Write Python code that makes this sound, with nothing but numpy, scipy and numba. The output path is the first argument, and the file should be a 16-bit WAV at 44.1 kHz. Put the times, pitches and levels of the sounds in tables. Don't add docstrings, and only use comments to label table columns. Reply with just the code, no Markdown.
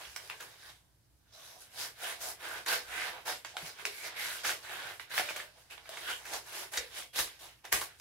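import sys
import numpy as np
from scipy import signal
from scipy.fft import rfft, irfft
from scipy.io import wavfile
from scipy.ndimage import uniform_filter1d, map_coordinates
from numba import njit

SR = 44100
rng = np.random.default_rng(int(sys.argv[2]) if len(sys.argv) > 2 else 0)


def gain_from_decibels(decibels):
    exponent = np.asarray(decibels, float) / 20
    return 10 ** exponent


def digitize_waveform(pressure):
    field = np.atleast_2d(pressure).T
    bounded = np.clip(field, -1, 1)
    quanta = np.round(bounded * 32767).astype(np.int16)
    wavfile.write(sys.argv[1], SR, quanta)


N = 353152

# [t/s, held/s, effort level/dB, belly of the sheet/dB, surface grit/dB]
SWELLS = [(0.66, 0.041, -57, 2, -4), (0.6, .03, -61, -3, -4), (2.885, .04, -50, -10, -8),
          (1.845, .01, -47, -3, -3), (1.4, 0.12, -58, -3.5, -4), (1.795, 0.025, -44, -4, -1),
          (2.034, 0.076, -41, -5, -6.5), (2.24, 0.06, -48.5, 3, -0.5), (2.45, 0.13, -44, 1.5, -9.5),
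          (2.94, 0.14, -38, -6, -13), (3.609, 0.06, -50, 4.5, -6), (3.802, 0.0038, -45, -4, -12),
          (4.052, 0.022, -44, -3, -2.5), (4.71, .2, -43, -5, -13.5), (5.175, 0.024, -40, -23, -1.5),
          (5.295, 0.0064, -48.5, -4, 9), (5.37, 0.03, -45.5, -7, -8.5), (6.09, 0.014, -39, -15, -10.5),
          (6.335, 0.0095, -41, 5, -5.5), (6.54, 0.09, -46.5, 0.5, -5), (6.975, 0.0095, -40.5, -4.5, -7.5),
          (4.65, 0.085, -46, -5, -9), (0.0, .05, -48, -3, -7.5), (8.005, .01, -69.5, -11, 16)]
# [t/s, held/s, effort level/dB, belly/dB, grit/dB]
GRABS = [(2.208, 0.012, -48, -12, 1), (0.164, 0.011, -44.5, -18, -14), (0.298, 0.0045, -45, -1, -16.5),
         (0.406, 0.013, -50, 4, -6.5), (1.322, 0.063, -63, 3, -1.5), (7.182, 0.015, -33, -9, -3),
         (2.664, 0.079, -32.5, -4, -8), (3.256, 0.04, -36, 0, -6.5), (3.45, .003, -44, -20, -14),
         (3.57, .003, -43, -7, -16), (3.856, 0.002, -42.5, 0.5, -1), (4.152, 0.18, -43, -20, -9),
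         (4.436, .06, -35, -4.5, -5.5), (4.998, .003, -47, -19, -10), (5.1, 0.03, -44, -13, -5.5),
         (5.702, 0.017, -49, -7, -7.5), (5.776, .003, -52, -4, -15), (6.25, 0.045, -49, -2, -4),
         (6.72, .04, -42, 2, -4), (7.152, .024, -38.5, -17, -4), (7.134, .012, -48, -10, -8),
         (2.397, .02, -55, 0, -4), (3.659, .015, -50, -5, 0), (5.137, .03, -43, -15, -4),
         (4.176, .1, -48, -20, 4), (7.393, 0.068, -53.5, 0.5, -3.5), (7.645, .003, -48, 1.5, -11),
         (7.725, 0.0038, -27.5, -1.5, -7), (7.813, 0.0027, -42.5, -6, -5)]
# [t/s, held/s, effort level/dB, belly/dB, grit/dB]
SETTLES = [(0.09, 0.11, -57.5, -5, 0), (0.2, 0.32, -57, -1.5, -7), (1.55, 0.017, -69.5, 29, 6),
           (5.575, 0.0087, -63, 6, -7), (6.47, 0.056, -52.5, -1, -4.5), (3.13, 0.018, -49, 4.5, -17),
           (3.49, 0.028, -56, -8, -14), (3.66, 0.017, -55, -1, 1.5), (3.9, .09, -52, -20, -4.5),
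           (4.1, 0.063, -47.5, -5, -19), (5.02, .07, -63, -15, -30), (5.23, .02, -41, -15, -13.5),
           (5.42, 0.0091, -56, -2, -11.5), (5.55, 0.027, -69, 2, -6), (5.86, .01, -54.5, -10, -10.5),
           (5.92, 0.19, -48.5, 2, -7.5), (6.19, 0.063, -56, 1.5, -8), (6.79, 0.015, -47, -17, -11),
           (7.25, .02, -49.5, -16, -14), (7.5, 0.016, -60, -10, -10), (7.87, 0.023, -56, -15, -11),
           (4.36, .02, -47, -8, -6), (1.28, .03, -72, -5, -8), (.75, .01, -69, -5, -4),
           (5.6, .03, -66, -8, -3), (1.615, 0.0017, -62, -3, 5)]
# [f/Hz, density/dB per Hz]
SHEET = [(150, -51), (250, -30), (400, -6.5), (522, -18.5), (700, -2), (853, -9.5), (1170, -4), (1350, -19),
         (1470, 3.5), (2620, -2.5), (4920, -4.5), (8180, -13), (11000, -7), (15700, -19)]
# [f/Hz, width/Hz, level/dB]
SHEET_MODES = [(830, 320, -20), (1460, 120, 12), (3310, 49, 27), (3950, 25, -5), (4940, 130, -49)]
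# [t/s, half length/s, f/Hz, lift/dB]
PANELS = [(0.056, 0.11, 3020, 4), (0.645, 0.083, 1760, 5), (0.646, .06, 3640, 7), (1.453, 0.29, 642, 8.5),
          (1.458, 0.18, 3720, 9), (1.453, 0.21, 5800, 7.5), (2.177, 0.2, 665, 8), (3.002, 0.092, 2150, 6.5),
          (3.554, 0.02, 740, 22), (3.804, 0.019, 1450, 7.5), (4.015, 0.095, 2170, 12),
          (4.215, 0.087, 2140, 7.5), (4.255, 0.074, 4060, 4), (5.176, 0.015, 3140, 11),
          (5.337, 0.27, 580, 18.5), (5.726, 0.041, 2740, 9), (6.094, 0.071, 3100, 9),
          (6.104, 0.053, 1450, 6), (6.358, 0.017, 480, 4), (6.99, 0.1, 3760, 2.5), (7.124, 0.033, 3280, -3),
          (0.253, .28, 387, 5.5), (5.56, 0.027, 560, 11.5), (3.867, 0.058, 402, 19),
          (6.536, 0.18, 360, 12.5), (7.22, 0.11, 370, 9), (5.358, 0.011, 3400, 12.5),
          (.4, 0.35, 1450, -4.5), (7.35, 0.57, 1450, -12.5), (7.168, 0.036, 3620, 6), (2.54, .07, 1600, 6),
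          (2.06, .04, 3200, 5), (2.1, .04, 1500, 0), (2.95, .08, 1500, 3.5), (3.1, .05, 750, 5),
          (2.7, .04, 1600, 4), (3.3, .04, 800, 4), (4.3, .1, 1450, 5), (4.8, .14, 1500, 3),
          (4.73, .04, 800, 5), (4.47, .04, 1500, 5), (1.4, .06, 1150, 6), (5.92, .04, 3300, 7),
          (1.82, .06, 5000, 4), (7.19, .03, 1950, 3), (.315, .02, 2400, 6), (.33, .025, 1050, 6),
          (.85, .12, 1000, 8), (.85, .12, 3500, 6), (6.63, .03, 900, 5)]
# [t/s, half length/s, f/Hz, lift/dB]
SHADES = [(3.0, .14, 4500, -2.5), (4.8, .17, 4500, -2), (2.3, .7, 330, -4), (3.7, .2, 500, 4),
          (6.33, .13, 330, 6), (7.0, .13, 1900, -3), (7.87, .08, 1700, -4), (5.62, .14, 1600, -5),
          (3.52, .08, 6500, 6), (3.87, .04, 4000, 4), (7.5, .12, 450, 4), (4.87, .05, 1200, -3),
          (1.38, .1, 800, 3), (7.25, .04, 1700, -4), (6.65, .04, 1400, 4), (7.7, .15, 14000, -3),
          (6.9, .08, 650, -4), (7.78, .09, 9500, 7), (7.77, .06, 4300, -3), (6.12, .06, 10500, 2),
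          (6.35, .04, 11000, 3), (7.21, .05, 10800, 3), (1.42, .15, 2600, -4), (4.28, .08, 4500, -1),
          (3.3, .05, 4500, -2), (0.23, .06, 4500, -3), (5.14, .05, 2200, 3), (7.16, .04, 3200, 3),
          (3.17, .05, 1100, 4), (2.25, .05, 9000, 3), (7.76, .05, 1050, 3), (5.16, .06, 8000, -4),
          (3.96, .05, 10500, 1), (2.88, .04, 7000, 4), (6.85, .06, 7500, -4), (4.3, .1, 6000, 2),
          (6.55, .08, 12000, 3), (5.2, .08, 12000, 3), (3.5, .05, 14000, -6), (3.88, .05, 14000, -6),
          (5.8, .15, 14000, -4)]
# [t/s, peak level/dB, ring f/Hz, brightness/dB, left minus right/dB]
SNAPS = [(0.162, -29, 2260, -10, -2.5), (0.299, -28.5, 2780, -19, 4), (2.126, -40, 1460, -15, -5.5),
         (3.448, -26, 1680, -21, -3), (3.5685, -22.5, 1590, -20, 2), (3.853, -22.5, 2480, -14, 2.5),
         (4.997, -27, 2040, -47, -5.5), (5.179, -17, 1660, -18, 5), (5.779, -37, 960, -34, -8),
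         (5.892, -41, 650, -4.5, 3), (5.186, -21, 1380, -17, -2.5), (7.024, -35, 2090, -25, 2),
         (0.407, -47, 3000, -3, 0), (7.275, -38, 2500, -15, 0), (7.7265, -20.5, 2160, -0.5, 4)]
# [t/s, peak level/dB, ring f/Hz, brightness/dB]
CRUNCHES = [(0.401, -34, 1670, -22), (0.313, -36, 2400, -25), (0.423, -40, 1200, -18),
            (0.627, -50, 1700, -20), (0.663, -52, 1700, -19), (0.692, -42.5, 1570, -16),
            (1.619, -52, 4440, -12), (1.845, -38, 1500, -12), (2.211, -43, 2760, -10),
            (3.275, -30, 800, -22), (3.297, -30, 1300, -22), (3.32, -31, 1400, -22),
            (2.427, -39.5, 560, -16), (2.661, -31, 1670, -10), (2.727, -20, 1530, -42),
            (4.447, -23, 1730, -23), (4.491, -23.5, 1490, -16), (4.513, -25, 1870, -18),
            (5.139, -28, 4100, -22), (5.194, -19.5, 746, -25), (5.287, -25.5, 2400, -28),
            (5.304, -28, 630, -24), (5.362, -31, 2330, -9.5), (5.399, -29, 1710, -30),
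            (5.575, -50, 700, -40), (5.855, -42, 2320, -27), (5.97, -30, 2200, -21), (6.1, -37, 1470, -8),
            (6.253, -36, 2610, -12), (6.333, -35, 1060, -5), (6.737, -33, 3800, -9.5),
            (6.773, -22.5, 3750, -8.5), (7.16, -32, 2000, -10), (7.189, -23.5, 1930, -6),
            (7.394, -48, 3540, -8.5), (7.642, -44, 900, -35), (7.651, -38, 1990, -12),
            (7.744, -34, 1880, -31), (7.813, -25, 1110, -17), (7.998, -44.5, 1820, -8)]
# [t/s, peak level/dB, f/Hz, ring/s]
WOBBLES = [
    (6.784, -44, 520, .06),
    (6.806, -42, 500, .05),
    (6.843, -50, 460, .05),
    (7.088, -67, 3300, .5),
    (5.779, -46, 1000, .015),
    (5.892, -42, 650, .06),
]
# [t/s, peak level/dB, f/Hz]
BUMPS = [(0.069, -56, 62), (3.627, -47.5, 158), (4.47, -54, 109), (4.851, -54, 123), (5.183, -53, 128),
         (6.33, -58, 60), (6.777, -49, 60), (7.189, -47, 57.5), (7.199, -52.5, 144), (7.733, -45.5, 56.7),
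         (7.733, -47, 98), (7.74, -49, 194)]
# [f/Hz, correlation]
ROOM_LIKENESS = [(60, 0.96), (600, 0.43), (1500, 0.022), (4000, 0.014), (15000, 0.018)]
# [f/Hz, T60/s]
ROOM_T60 = [(100, 0.34), (1000, 0.12), (5000, 0.16), (15000, 0.1)]
# [f/Hz, density/dB per Hz]
AIR = [(13, -34), (22, -7), (43, -15), (60, -4), (119, -2.5), (141, -6), (232, -17), (306, -13.5),
       (415, -21.5), (646, -19.5), (742, -21.5), (2250, -31), (15200, -29), (16500, -48)]
# [f/Hz, width/Hz, level/dB]
HUM = [
    (60, 1.5, -77),
    (116.2, 10, -79.5),
]
# [f/Hz, left minus right/dB]
PORTS = [(60, 0), (110, -1.5), (200, -1), (380, -4.5), (700, -1.5), (1290, -2.5), (2380, -3), (4400, -3.5),
         (7000, 0.5), (9500, 3), (12000, 1), (15000, 0)]
# [f/Hz, level/dB]
SIDE_KEPT = [(12500, 0), (14500, -5), (15500, -16)]

SLIPS, SLIPS_PER_SNAP = 120000, 40


def rubbing(cycles=10.6, mode_share=0.06, mode_db=-4.0, spread_s=.00012):
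    u = rng.random((SLIPS, 5)).T
    g = rng.standard_normal((SLIPS, 2)).T
    s = u[0] * N / SR
    hz = 300 * (16500 / 300) ** (u[1] ** 0.6076)
    effort_db, belly_db, grit_db = strokes(s)
    mode = (u[2] * len(SHEET_MODES)).astype(int)
    mode_hz, width_hz, peak_db = np.array(SHEET_MODES)[mode].T
    ringing = u[3] < mode_share
    hz = np.where(ringing, mode_hz * (1 + 0.02 * g[0]), hz)
    t60_s = np.where(ringing, 3.1 / np.clip(width_hz, 60, 400), cycles / hz)
    lift_db = panel_db(s, hz, PANELS, octaves=0.19)
    t60_s = t60_s * (1 + 0.22 * np.maximum(lift_db, 0))
    colour_db = on_log(SHEET, hz) + 10 * np.log10(hz / 2000 / t60_s / SR)
    colour_db = colour_db + ringing * (mode_db + 0.039 * peak_db)
    scatter_db = np.minimum(-2.5 * np.log(u[4]), 9) + 3.5 * patches(s, hz)
    db = effort_db + tilt_db(hz, belly_db + 7.3, grit_db + 6.93) + colour_db
    db = db + lift_db + panel_db(s, hz, SHADES, octaves=0.55) + scatter_db
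    return s, hz, t60_s, gain_from_decibels(db + 17.2) * np.sign(g[0]), spread_s * g[1], np.ones(SLIPS)


def strokes(s):
    t = np.arange(0, N / SR + .002, .001)
    still_db, grip_s, grip_db_s = -83, .02, 450
    fade_db, loose_belly_db, loose_grit_db = 18.5, -1.5, -4.5
    power, belly, grit = gain_from_decibels(2 * still_db), 0, 0
    kinds = ((SWELLS, 267, 243, 0), (GRABS, 2200, 231, 1), (SETTLES, 300, 116, 0))
    for rows, rise_db_s, fall_db_s, grip in kinds:
        for at, held_s, db, belly_db, grit_db in rows:
            rising = rise_db_s * np.maximum(at - t, 0)
            dying = fall_db_s * np.maximum(t - at - held_s, 0)
            tightening = grip * grip_db_s * np.clip(min(held_s / 2, grip_s) - (t - at), 0, grip_s)
            p = gain_from_decibels(2 * (db - rising - tightening - dying))
            loose = np.minimum(dying / fade_db, 1)
            power = power + p
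            belly = belly + p * (belly_db + loose * (loose_belly_db - belly_db))
            grit = grit + p * (grit_db + loose * (loose_grit_db - grit_db))
    curves = 10 * np.log10(power), belly / power, grit / power
    return [np.interp(s, t, c) for c in curves]


def tilt_db(hz, belly_db, grit_db):
    octaves = np.log2(hz / 2000)
    low = np.clip((-octaves - .6) / 0.21, 0, 1)
    high = np.clip((octaves - .8) / 0.53, 0, 1)
    return belly_db * low + grit_db * high


def panel_db(s, hz, rows, octaves):
    lift_db = 0
    for at, half_s, centre_hz, db in rows:
        distance = ((s - at) / half_s) ** 4 + (np.log2(hz / centre_hz) / octaves) ** 2
        lift_db = lift_db + db * np.exp(-distance)
    return lift_db


def patches(s, hz, length_s=.07, octaves=0.2261):
    grid = rng.standard_normal((400, 100))
    return map_coordinates(grid, [s / length_s, np.log2(hz / 200) / octaves], order=1)


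def creases():
    flips = snapping(SNAPS, knot_s=.0007, ring_s=.008, ring_db=-3.0, slips_db=-6.0)
    placed = [(*row, 1) for row in CRUNCHES]
    crunches = snapping(placed, knot_s=.005, ring_s=.025, ring_db=-8.0, slips_db=-9.0, cycles=10.)
    return flips, crunches


def snapping(rows, knot_s, ring_s, ring_db, slips_db, cycles=4.6):
    columns = np.transpose(rows)
    s, peak_db, ring_hz, bright_db, pan_db = (np.repeat(c, SLIPS_PER_SNAP) for c in columns)
    u = rng.random((3, len(s)))
    first = np.arange(len(s)) % SLIPS_PER_SNAP == 0
    hz = np.where(first, ring_hz, 800 * (15500 / 800) ** u[0])
    db = peak_db + np.where(first, ring_db, tilt_db(hz, -17.5, bright_db + 18.0) + slips_db)
    late_s = np.where(first, knot_s / 2, -knot_s * np.log(u[1]))
    t60_s = np.where(first, ring_s, cycles / hz)
    return s + late_s, hz, t60_s, gain_from_decibels(db) * np.sign(u[2] - .5), -pan_db * 1.5e-5, gain_from_decibels(pan_db)


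def wobbles():
    s, peak_db, hz, t60_s = np.transpose(WOBBLES)
    return s, hz, t60_s, gain_from_decibels(peak_db + 0.5), 0 * s, 1 + 0 * s


@njit
def grains(s, hz, t60, size, lag_s, pan, out):
    y = np.zeros_like(out)
    for g in range(len(s)):
        p = np.exp(2j * np.pi * hz[g] / SR - np.log(1000) / (t60[g] * SR))
        for c in range(2):
            at = (s[g] + (c - .5) * lag_s[g]) * SR
            start = max(int(at) + 1, 0)
            z = p ** (start - at) * size[g] * pan[g] ** (.5 - c)
            for i in range(start, min(start + int(.8 * t60[g] * SR), y.shape[1])):
                y[c, i] += z.imag
                z *= p
    return y


def table_top(sheet):
    hz0, width_hz, db = 203, 120, -14
    return shape(sheet, lambda hz: gain_from_decibels(db) / (1 + ((hz - hz0) / width_hz) ** 4))


def mirror(sheet):
    delay_s, db = (0.00111, 0.001328), -18.5

    def gain(hz):
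        delay = np.exp(-2j * np.pi * np.outer(delay_s, hz))
        return gain_from_decibels(db) * delay * (hz > 550) / (1 + (hz / 6000) ** 2)
    return shape(sheet, gain)


def bumps(t60_s=0.079):
    s, peak_db, hz = np.transpose(BUMPS)
    return s, hz, t60_s + 0 * s, gain_from_decibels(peak_db + 1.0), 0 * s, 1 + 0 * s


def room(x, wet_db):
    t = np.arange(SR // 2) / SR
    noise, echo = pair(len(t), ROOM_LIKENESS), 0
    for centre_hz in 62.5 * 2. ** np.arange(9):
        def octave(hz):
            off = np.log2(np.maximum(hz, 1) / centre_hz)
            return np.cos(np.pi / 2 * np.clip(off, -1, 1)) ** 2
        echo = echo + shape(noise, octave) * 1000. ** (-t / on_log(ROOM_T60, centre_hz))
    echo = echo * np.clip(t / 0.002 - .5, 0, 1)
    evenness = uniform_filter1d(np.abs(rfft(echo)) ** 2, size=13, axis=1) ** -.5
    echo = shape(echo, lambda hz: evenness) * (t < .4)
    heard = gain_from_decibels(wet_db) * echo / np.sqrt(np.sum(echo ** 2) / 2) + (t == 0)
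    power = np.abs(rfft(heard.mean(0))) ** 2
    correction = uniform_filter1d(power, size=401) / uniform_filter1d(power, size=45)
    cepstrum = irfft(np.log(correction))
    causal = np.exp(rfft(cepstrum * (t < t.mean())))
    return signal.fftconvolve(x, shape(heard, lambda hz: causal), axes=1)[:, :N]


def air():
    likeness = [(60, 0.88), (300, 0.56), (1400, .01), (15000, .01)]  # f/Hz, correlation
    bed = level(shape(pair(N, likeness), lambda hz: gain_from_decibels(on_log(AIR, hz))), -69.5 - 1.5)
    for hum_hz, width_hz, db in HUM:
        hum = shape(pair(N, likeness), lambda hz: 1 / (1 + ((hz - hum_hz) / width_hz) ** 2))
        bed = bed + level(hum, db)
    return bed


def pair(size, likeness):
    mid, side = rng.standard_normal((2, size))
    mid = shape(mid, lambda hz: np.sqrt(1 + np.clip(on_log(likeness, hz), -1, 1)))
    side = shape(side, lambda hz: np.sqrt(1 - np.clip(on_log(likeness, hz), -1, 1)))
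    return np.array([mid + side, mid - side]) / np.sqrt(2)


def on_log(table, hz):
    columns = np.array(table).T
    return np.interp(np.log(np.maximum(hz, 1)), np.log(columns[0]), columns[1])


def level(x, db):
    return x * gain_from_decibels(db) / np.sqrt(np.mean(x ** 2))


def shape(x, gain):
    return irfft(rfft(x) * gain(np.fft.rfftfreq(x.shape[-1], 1 / SR)), x.shape[-1])


def butter(x, order, hz, kind):
    return signal.sosfilt(signal.butter(order, hz, kind, fs=SR, output="sos"), x)


def scene():
    empty = np.zeros((2, N))
    slips = rubbing()
    flips, crunches = creases()
    sheet = grains(*map(np.concatenate, zip(slips, crunches, wobbles())), empty)
    sheet = sheet + butter(grains(*flips, empty), 2, 900, "high")
    table = table_top(sheet)
    sheet = butter(sheet, 4, 325, "high")
    knocks = butter(grains(*bumps(), empty), 2, (45, 220), "band")
    dry = sheet + mirror(sheet) + table + knocks
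    return gain_from_decibels(0.5) * room(dry, wet_db=-2.0) + air()


def band_limit(x):
    return signal.sosfilt(signal.butter(12, 16820, fs=SR, output="sos"), x)


def record(dry):
    top_hz, edge_hz = 15920, 200
    rounded = .6 * np.tanh(dry / .6)

    def port_gain(hz):
        colour = gain_from_decibels(np.outer([.5, -.5], on_log(PORTS, hz)))
        return colour * np.clip((top_hz - hz) / edge_hz, 0, 1)
    ports = shape(rounded, port_gain)
    mid = ports.mean(0)
    mix = mid + shape(ports - mid, lambda hz: gain_from_decibels(on_log(SIDE_KEPT, hz)))
    return band_limit(mix)


dry = scene()
out = record(dry)
digitize_waveform(out)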